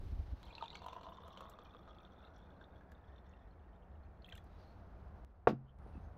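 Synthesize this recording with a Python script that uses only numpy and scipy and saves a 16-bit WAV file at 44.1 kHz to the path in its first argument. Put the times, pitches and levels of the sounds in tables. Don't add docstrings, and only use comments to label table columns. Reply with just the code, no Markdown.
import sys
import numpy as np
from scipy import signal
from scipy.fft import rfft, irfft, next_fast_len
from scipy.io import wavfile
from scipy.ndimage import uniform_filter1d

SR = 44100
rng = np.random.default_rng(int(sys.argv[2]) if len(sys.argv) > 2 else 0)


def dump(signal):
    limited = np.clip(np.atleast_2d(signal).T, -1, 1)
    pcm = np.round(limited * 32767).astype(np.int16)
    wavfile.write(sys.argv[1], SR, pcm)


N = 272438
TIME = np.arange(N) / SR

# time in seconds, relative level in dB.
STREAM_FORCE = [(.45, -5), (.6, -3.5), (.9, -0.5), (1.17, -1.5), (1.4, -1.5), (1.8, -8), (2.3, -10),
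                (2.8, -18), (3.3, -14.5), (3.5, -19.5), (4.2, -20.5)]
# multiple of the fundamental, bandwidth in Hz, gain in dB.
AXIAL_MODES = [(1, 111.5, 3), (2.849, 241, -10.5), (4.5, 260, -37.5)]
# frequency in Hz, bandwidth per filter pass in Hz, gain in dB.
TRANSVERSE_MODES = [(3490, 360, 5.5), (4320, 250, -4.5), (5640, 780, -8.5)]
# start in seconds, push on the air column in dB, spray level in dB.
HEAVY_SPLASHES = [(0.43, -63, -62), (.581, -53, -72), (0.625, -34.5, -70), (.639, -42.5, -57),
                  (.753, -48, -48), (.819, -46.5, -58.5), (.842, -48, -60), (.863, -39.5, -63),
                  (.884, -41.5, -56), (0.93, -44, -57), (.965, -44.5, -73), (1.011, -53, -65),
                  (1.032, -50, -59), (1.067, -43.5, -69), (1.087, -46, -79), (1.282, -48.5, -67),
                  (1.373, -48, -58), (1.407, -44, -61), (1.588, -48, -65), (1.748, -48.5, -81),
                  (1.877, -52, -71), (2.282, -60, -76), (2.919, -56, -70), (4.325, -57, -63),
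                  (4.379, -57.5, -67)]
# start in seconds, peak level in dB, pitch in Hz.
CLEAR_BUBBLES = [(.552, -42, 4050), (.581, -45.5, 2640), (.6095, -46, 1224), (.624, -46, 3620),
                 (.658, -47.5, 3540), (.681, -45, 3660), (.703, -43, 3800), (0.752, -50, 2240),
                 (1.374, -50, 3040), (1.497, -60.5, 7700), (1.985, -56, 3400), (2.05, -55.5, 3550),
                 (2.363, -64, 5600), (2.612, -53.5, 1553), (2.641, -57.5, 3600), (2.809, -60, 1630),
                 (3.294, -70, 6500), (3.336, -64, 2730), (4.222, -61.5, 4260), (4.245, -49.5, 3230),
                 (4.257, -60, 2640), (4.289, -53.5, 2620), (4.299, -54.5, 3420), (4.3236, -44.5, 3150),
                 (4.327, -54.5, 1560), (4.353, -54, 2820), (4.378, -54.5, 3360)]
# start in seconds, level in dB.
DROP_SMACKS = [(.452, -76), (0.862, -65), (1.278, -70), (1.406, -68), (1.4957, -63), (2.38, -81.5),
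               (2.916, -73.5), (4.29, -73), (4.352, -65.5), (4.373, -68.5), (4.44, -78)]
# time in seconds, level in dB, centre frequency in Hz.
JUG_CONTACTS = [(5.4727, -12, 900), (5.4752, -12, 480), (5.4771, -15.5, 730), (5.4797, -24, 1150),
                (5.496, -27.5, 360), (5.5098, -28.5, 320), (5.533, -28.5, 190), (5.865, -46, 380),
                (5.956, -43.5, 230), (5.978, -41, 162)]
# frequency in Hz,
# gain in dB, 60 dB decay time in seconds.
KNOCK_MODES = [(77.3, -41, 0.18), (132.5, -18, 0.51), (190, -19, 0.31), (223.7, -19.5, 0.37),
               (298.3, -28.5, 0.26), (348, -20.5, 0.065), (451.5, -34, 0.14), (487, -17.5, 0.1),
               (614, -38, 0.12), (758, -8, 0.059), (1180, -32, 0.15), (1430, -15.5, 0.047), (906, -38, 0.1),
               (1940, -26.5, 0.21), (4150, -11, .22)]
# time of the peak in seconds, level in dB.
EDDIES = [(0.046, -39.5), (0.129, -32.5), (0.2, -31.5), (0.332, -33)]
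# start in seconds, peak level in dB.
DRY_TICKS = [(.431, -47), (5.248, -49.5), (5.788, -59)]
# start and length in seconds, first and last pitch in Hz, level in dB.
BIRD_NOTES = [(4.465, 0.15, 3770, 3950, -91), (4.569, 0.1, 4660, 4640, -86.5),
              (4.577, 0.22, 4050, 4500, -87), (5.656, 0.078, 3000, 3250, -84),
              (5.663, 0.5, 9440, 8750, -99), (5.913, 0.09, 2640, 2580, -82.5),
              (5.977, 0.14, 6150, 6450, -97.5)]
# time of the peak and half length in seconds, level in dB.
LEAF_STIRS = [(0.107, 0.72, -71), (4.61, 0.16, -78.5), (5.002, 0.67, -84.5), (5.98, 0.14, -80)]
# time in seconds, level in dB.
WASH_ENVELOPE = [(.35, -64.5), (.5, -62), (2.6, -62), (3.7, -64.5), (5, -61.5)]
# frequency in Hz, relative gain in dB.
SPRAY_SPECTRUM = [(600, -13.5), (1500, 3), (1850, -8.5), (2500, 2), (4300, 1.5), (4950, -22.5), (6100, -9),
                  (7800, -18), (9500, -33), (16000, -35)]
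MIST_SPECTRUM = [(4500, -35), (7000, -7), (9500, 3), (12500, 10), (16000, 10.5)]
SMACK_SPECTRUM = [(500, -17), (2000, -20), (4000, -33), (5000, 1), (7000, 7), (9500, -1.5), (12500, 5),
                  (16000, -3)]
GRIND_SPECTRUM = [(300, 14), (1500, 5), (2300, 3), (3700, -3), (5400, -11), (6500, -18), (9000, -31),
                  (12000, -24.5), (16000, -35.5)]
TRAFFIC_SPECTRUM = [(15, -27.5), (30, -18), (45, -4), (78, 1.5), (95, -2), (115, -12.5), (200, -14.5),
                    (400, -41.5), (1000, -97.5)]
WASH_SPECTRUM = [(60, -1.5), (120, 0.5), (160, -1), (185, 5.5), (225, -3), (400, -4.5), (560, -4),
                 (720, -3), (950, -8), (1450, -12.5), (2200, -25), (4000, -42), (8000, -50)]
LEAF_SPECTRUM = [(800, 9.5), (2200, 2), (4000, 0.5), (6200, -8.5), (7500, -21.5), (10000, -18.5),
                 (12000, -17), (16000, -22)]
# frequency in Hz, relative level in dB.
ENGINE_TONES = [(51, 0), (61, -0.5), (72, -1)]

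LANDING_S, BREAK_S, STOP_S = .43, 4.24, 4.39
POOLED_S, POOLING_S = 0.86, .12
FOAM_S, FOAMING_S = 3.33, .15
EMPTY_M, FULL_M, FILL_M_PER_S = 0.0942, 0.0466, 0.01724
SOUND_M_PER_S = 343
GLUG_HZ, DEEPEST_HZ, SINK_OCT_PER_S = 1022, 480, 0.966
GRIND_DB, GRIND_ATTACK_S, GRIND_HOLD_S, GRIND_FALL_DB_PER_S = -43.5, 0.0017, 0.024, 754
TRAFFIC_DB, NEARING_S, NEARING_DB_PER_S = -63, 2.13, 3
LULL_FROM_S, LULL_TO_S, LULL_DB = 5.25, 5.785, -7.5


def stream():
    wobble = noise([(1, -20.5), (5, 2), (11, 3.5), (30, -28), (100, -80)])
    surge = amp(2 * np.clip(wobble, -2, 2))
    patter = unit(air_column(clicks(per_s=480, spread_db=4)))
    trickle = unit(cross_resonance(spatter(per_s=130, spread_db=3.5, fall_s=0.0037)))
    swarm = froth(low_hz=1848, high_hz=9130, per_s=600, spread_db=7, cycles=9.6, sizes=60)
    fizz = unit(tint(swarm, SPRAY_SPECTRUM) + amp(-10.5) * unit(cross_resonance(swarm)))
    mist = tint(spatter(per_s=110, spread_db=5, fall_s=0.0024), MIST_SPECTRUM)
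    gurgle = froth(low_hz=480, high_hz=864, per_s=140, spread_db=2, cycles=4.7, sizes=16)
    plinks = froth(low_hz=3340, high_hz=3694, per_s=36, spread_db=3.5, cycles=10, sizes=12)
    first_spray = froth(low_hz=3780, high_hz=4470, per_s=220, spread_db=7, cycles=13, sizes=16)
    first_spray *= amp(-68.5 + curve(STREAM_FORCE)) * bare_share()
    drips = froth(low_hz=1500, high_hz=3540, per_s=85, spread_db=2.5, cycles=3.8, sizes=16)
    dribble = amp(2) * drips + amp(-7.5) * fizz + amp(-11) * mist
    breaking = (TIME > BREAK_S) * (TIME < STOP_S)
    flow = (patter * drive(db=-60.5, follow=1.24, bare_db=-1.5, foam_db=-1.5)
            + gurgle * drive(db=-70, follow=1.05, bare_db=-10, foam_db=-4)
            + trickle * drive(db=-74.5, follow=1, bare_db=-8, foam_db=-7)
            + fizz * drive(db=-75, follow=1.14, bare_db=10, foam_db=8)
            + plinks * drive(db=-75.5, follow=0.67, bare_db=4, foam_db=-15)
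            + mist * drive(db=-88.5, follow=1.2, bare_db=-6, foam_db=2))
    return surge * (flow + first_spray) + amp(-72.5) * breaking * dribble


def splashes():
    pushes, bubbles, spray, smacks = np.zeros((4, N))
    for s, db, spray_db in HEAVY_SPLASHES:
        glug_hz = max(GLUG_HZ / 2 ** (SINK_OCT_PER_S * (s - LANDING_S)), DEEPEST_HZ)
        add(pushes, s, amp([db]))
        add(spray, s, amp(spray_db) * burst(rise_s=0.0008, fall_s=0.0037))
        add(bubbles, s, amp(db - 9) * bubble(glug_hz, cycles=4.3, rise=0.005))
    for s, db, hz in CLEAR_BUBBLES:
        add(bubbles, s, amp(db) * bubble(hz, cycles=6.8, rise=0.0025))
        add(spray, s, amp(db - 17.5) * burst(rise_s=0.00089, fall_s=0.0019))
    for s, db in DROP_SMACKS:
        add(smacks, s, amp(db) * burst(rise_s=0.0012, fall_s=0.003))
    return air_column(pushes) + bubbles + spray * noise(SPRAY_SPECTRUM) + smacks * noise(SMACK_SPECTRUM)


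def air_column(x):
    length_m = np.maximum(EMPTY_M - FILL_M_PER_S * (TIME - LANDING_S), FULL_M)
    fundamental_hz = SOUND_M_PER_S / length_m / 4
    column = sum(amp(db) * ring(x, k * fundamental_hz, width) for k, width, db in AXIAL_MODES)
    softened = cut(column, "low", edge_hz=4000)
    return cut(softened, "high", edge_hz=450)


def cross_resonance(x):
    def band(sound, hz, width):
        return 2 * np.pi * width / SR * ring(sound, hz, width)
    return sum(amp(db) * band(band(x, hz, width), hz, width) for hz, width, db in TRANSVERSE_MODES)


def bubble(hz, cycles, rise):
    turns = np.arange(SR // 16) * hz / SR
    envelope = (1 - np.exp(-(turns / 2) ** 2)) * np.exp(-turns / cycles)
    wave = envelope * np.sin(2 * np.pi * turns * (1 + rise * turns / cycles))
    return wave / abs(wave).max()


def froth(low_hz, high_hz, per_s, spread_db, cycles, sizes):
    births = clicks(per_s, spread_db)
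    kind = rng.integers(0, sizes, N)
    shapes = [bubble(hz, cycles, rise=0.0019) for hz in np.geomspace(low_hz, high_hz, sizes)]
    out = np.zeros(N)
    for i in np.flatnonzero(births):
        add(out, i / SR, births[i] * shapes[kind[i]])
    return unit(out)


def spatter(per_s, spread_db, fall_s):
    clumps = signal.oaconvolve(abs(clicks(per_s, spread_db)), burst(rise_s=0.00074, fall_s=fall_s))[:N]
    return clumps * rng.standard_normal(N)


def drive(db, follow, bare_db, foam_db):
    foam = np.clip((TIME - FOAM_S) / FOAMING_S, 0, 1)
    pouring = (TIME > LANDING_S) * (TIME < STOP_S)
    return pouring * amp(db + follow * curve(STREAM_FORCE) + bare_db * bare_share() + foam_db * foam)


def bare_share():
    return (TIME > LANDING_S) * np.clip((POOLED_S - TIME) / POOLING_S, 0, 1)


def jug_knock():
    blows, force, crack = np.zeros((3, N))
    for s, db, hz in JUG_CONTACTS:
        exponent = np.minimum((np.pi * hz * (TIME - s)) ** 2, 50)
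        push = amp(db) * np.exp(-exponent)
        blows += (1 - 2 * exponent) * push
        force += push * hz * np.sqrt(np.pi) / SR
    wood = sum(amp(db) * ring(force, hz, np.log(1000) / np.pi / t60) for hz, db, t60 in KNOCK_MODES)
    touch_s = JUG_CONTACTS[0][0]
    add(crack, touch_s, amp(-36.5) * burst(rise_s=0.0012, fall_s=0.002))
    since = TIME - touch_s
    attack = np.clip(1 + since / GRIND_ATTACK_S, 0, 1)
    grind_db = GRIND_DB - GRIND_FALL_DB_PER_S * np.maximum(since - GRIND_HOLD_S, 0)
    grind = attack * amp(grind_db) * noise(GRIND_SPECTRUM)
    crack *= noise([(700, -12), (1450, 5), (2000, -2), (2700, 1.5), (4000, -19), (9000, -40)])
    knock = echoes(blows + wood + grind + crack, t60_s=0.16, wet_db=-16, delay_s=.006)
    return cut(knock, "high", edge_hz=128)


def wind(eddy_hz=63.5):
    swings, swell = np.zeros((2, N))
    for s, db in EDDIES:
        envelope = hump(s, half_s=0.75 / eddy_hz, db=db)
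        swings += envelope * np.cos(2 * np.pi * eddy_hz * (TIME - s) - .6)
        swell += envelope
    gust = noise([(15, -14), (35, 7), (75, 0), (150, -18.5), (400, -29), (700, -43), (2000, -65.5)])
    flutter = noise([(30, 2.5), (120, 2.5), (260, 0.5), (600, -23), (2000, -62), (8000, -87.5)])
    return hump(0, half_s=0.31, db=-41.5) * gust + swings + amp(-17) * swell * flutter


def ticks():
    out = np.zeros(N)
    for s, db in DRY_TICKS:
        add(out, s, amp(db) * np.exp(-TIME[:SR // 100] / 0.00036))
    return out


def birds():
    out = np.zeros(N)
    for s, length, start_hz, end_hz, db in BIRD_NOTES:
        size = int(length * SR)
        blur = cut(rng.standard_normal(size), "low", edge_hz=120)
        whistle = np.sin(2 * np.pi * np.cumsum(np.linspace(start_hz, end_hz, size)) / SR)
        add(out, s, amp(db) * unit(np.hanning(size) * blur * whistle))
    return out


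def traffic():
    drone = unit(sum(amp(db) * ring(rng.standard_normal(N), hz, width_hz=4) for hz, db in ENGINE_TONES))
    level_db = TRAFFIC_DB + NEARING_DB_PER_S * np.maximum(TIME - NEARING_S, 0)
    return amp(level_db) * unit(noise(TRAFFIC_SPECTRUM) + amp(1) * drone)


def air_and_leaves():
    flicker = noise([(2, 1.5), (25, 7), (80, -25), (400, -73)])
    wash = amp(curve(WASH_ENVELOPE) + 0.16 * flicker) * noise(WASH_SPECTRUM)
    stir = amp(-92) + sum(hump(*row) for row in LEAF_STIRS)
    return wash + stir * amp(1.6 * flicker) * noise(LEAF_SPECTRUM)


def echoes(x, t60_s, wet_db, delay_s):
    t = np.arange(SR // 3) / SR
    taps = rng.choice([-1, 1], len(t)) * (rng.random(len(t)) < 3000 / SR)
    taps = taps * (t > delay_s) * amp(-60 * t / t60_s)
    return x + amp(wet_db) * signal.oaconvolve(x, taps / np.linalg.norm(taps))[:N]


def ring(x, hz, width_hz):
    decay, step = np.exp(-np.pi * width_hz / SR), 2 * np.pi * hz / SR
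    if np.ndim(hz) == 0:
        return signal.lfilter([0, decay * np.sin(step)], [1, -2 * decay * np.cos(step), decay ** 2],
                              x + 1e-18)
    phasor = np.exp(1j * np.cumsum(step))
    return (phasor * signal.lfilter([1], [1, -decay], x / phasor + 1e-18)).imag


def clicks(per_s, spread_db):
    size = amp(spread_db * np.minimum(rng.exponential(1, N), 3)) * rng.choice([-1, 1], N)
    return size * (rng.random(N) < per_s / SR)


def noise(spectrum):
    return tint(rng.standard_normal(N), spectrum)


def tint(x, spectrum):
    hz, db = np.transpose(spectrum)
    size = next_fast_len(N)
    gain = amp(np.interp(np.log(np.fft.rfftfreq(size, 1 / SR) + 1), np.log(hz), db))
    return unit(irfft(rfft(x, size) * gain, size)[:N])


def cut(x, passband, edge_hz):
    return signal.sosfilt(signal.butter(2, edge_hz, passband, fs=SR, output="sos"), x)


def burst(rise_s, fall_s):
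    t = TIME[:SR // 16]
    shape = (1 - np.exp(-(t / rise_s) ** 2)) * np.exp(-t / fall_s)
    return shape / shape.max()


def hump(s, half_s, db):
    return amp(db) * np.exp(-np.minimum(((TIME - s) / half_s) ** 2, 50))


def curve(rows):
    return np.interp(TIME, *np.transpose(rows))


def add(mix, s, sound):
    part = mix[max(round(s * SR), 0):][:len(sound)]
    part += sound[:len(part)]


def amp(db):
    return 10 ** (np.asarray(db) / 20)


def unit(x):
    return x / np.sqrt(np.mean(x ** 2) + 1e-20)


def scene():
    pour = echoes(stream() + splashes(), t60_s=0.088, wet_db=-8.5, delay_s=.002)
    events = pour + jug_knock() + wind() + ticks() + birds()
    lull = uniform_filter1d(1. * (TIME > LULL_FROM_S) * (TIME < LULL_TO_S), size=SR // 100)
    background = amp(LULL_DB * lull) * (traffic() + air_and_leaves())
    return (events + background)[None]


def record(dry):
    edge_hz = 15750
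    return signal.oaconvolve(dry, signal.firwin(511, edge_hz, window=("kaiser", 9), fs=SR)[None], "same")


dry = scene()
out = record(dry)
dump(out)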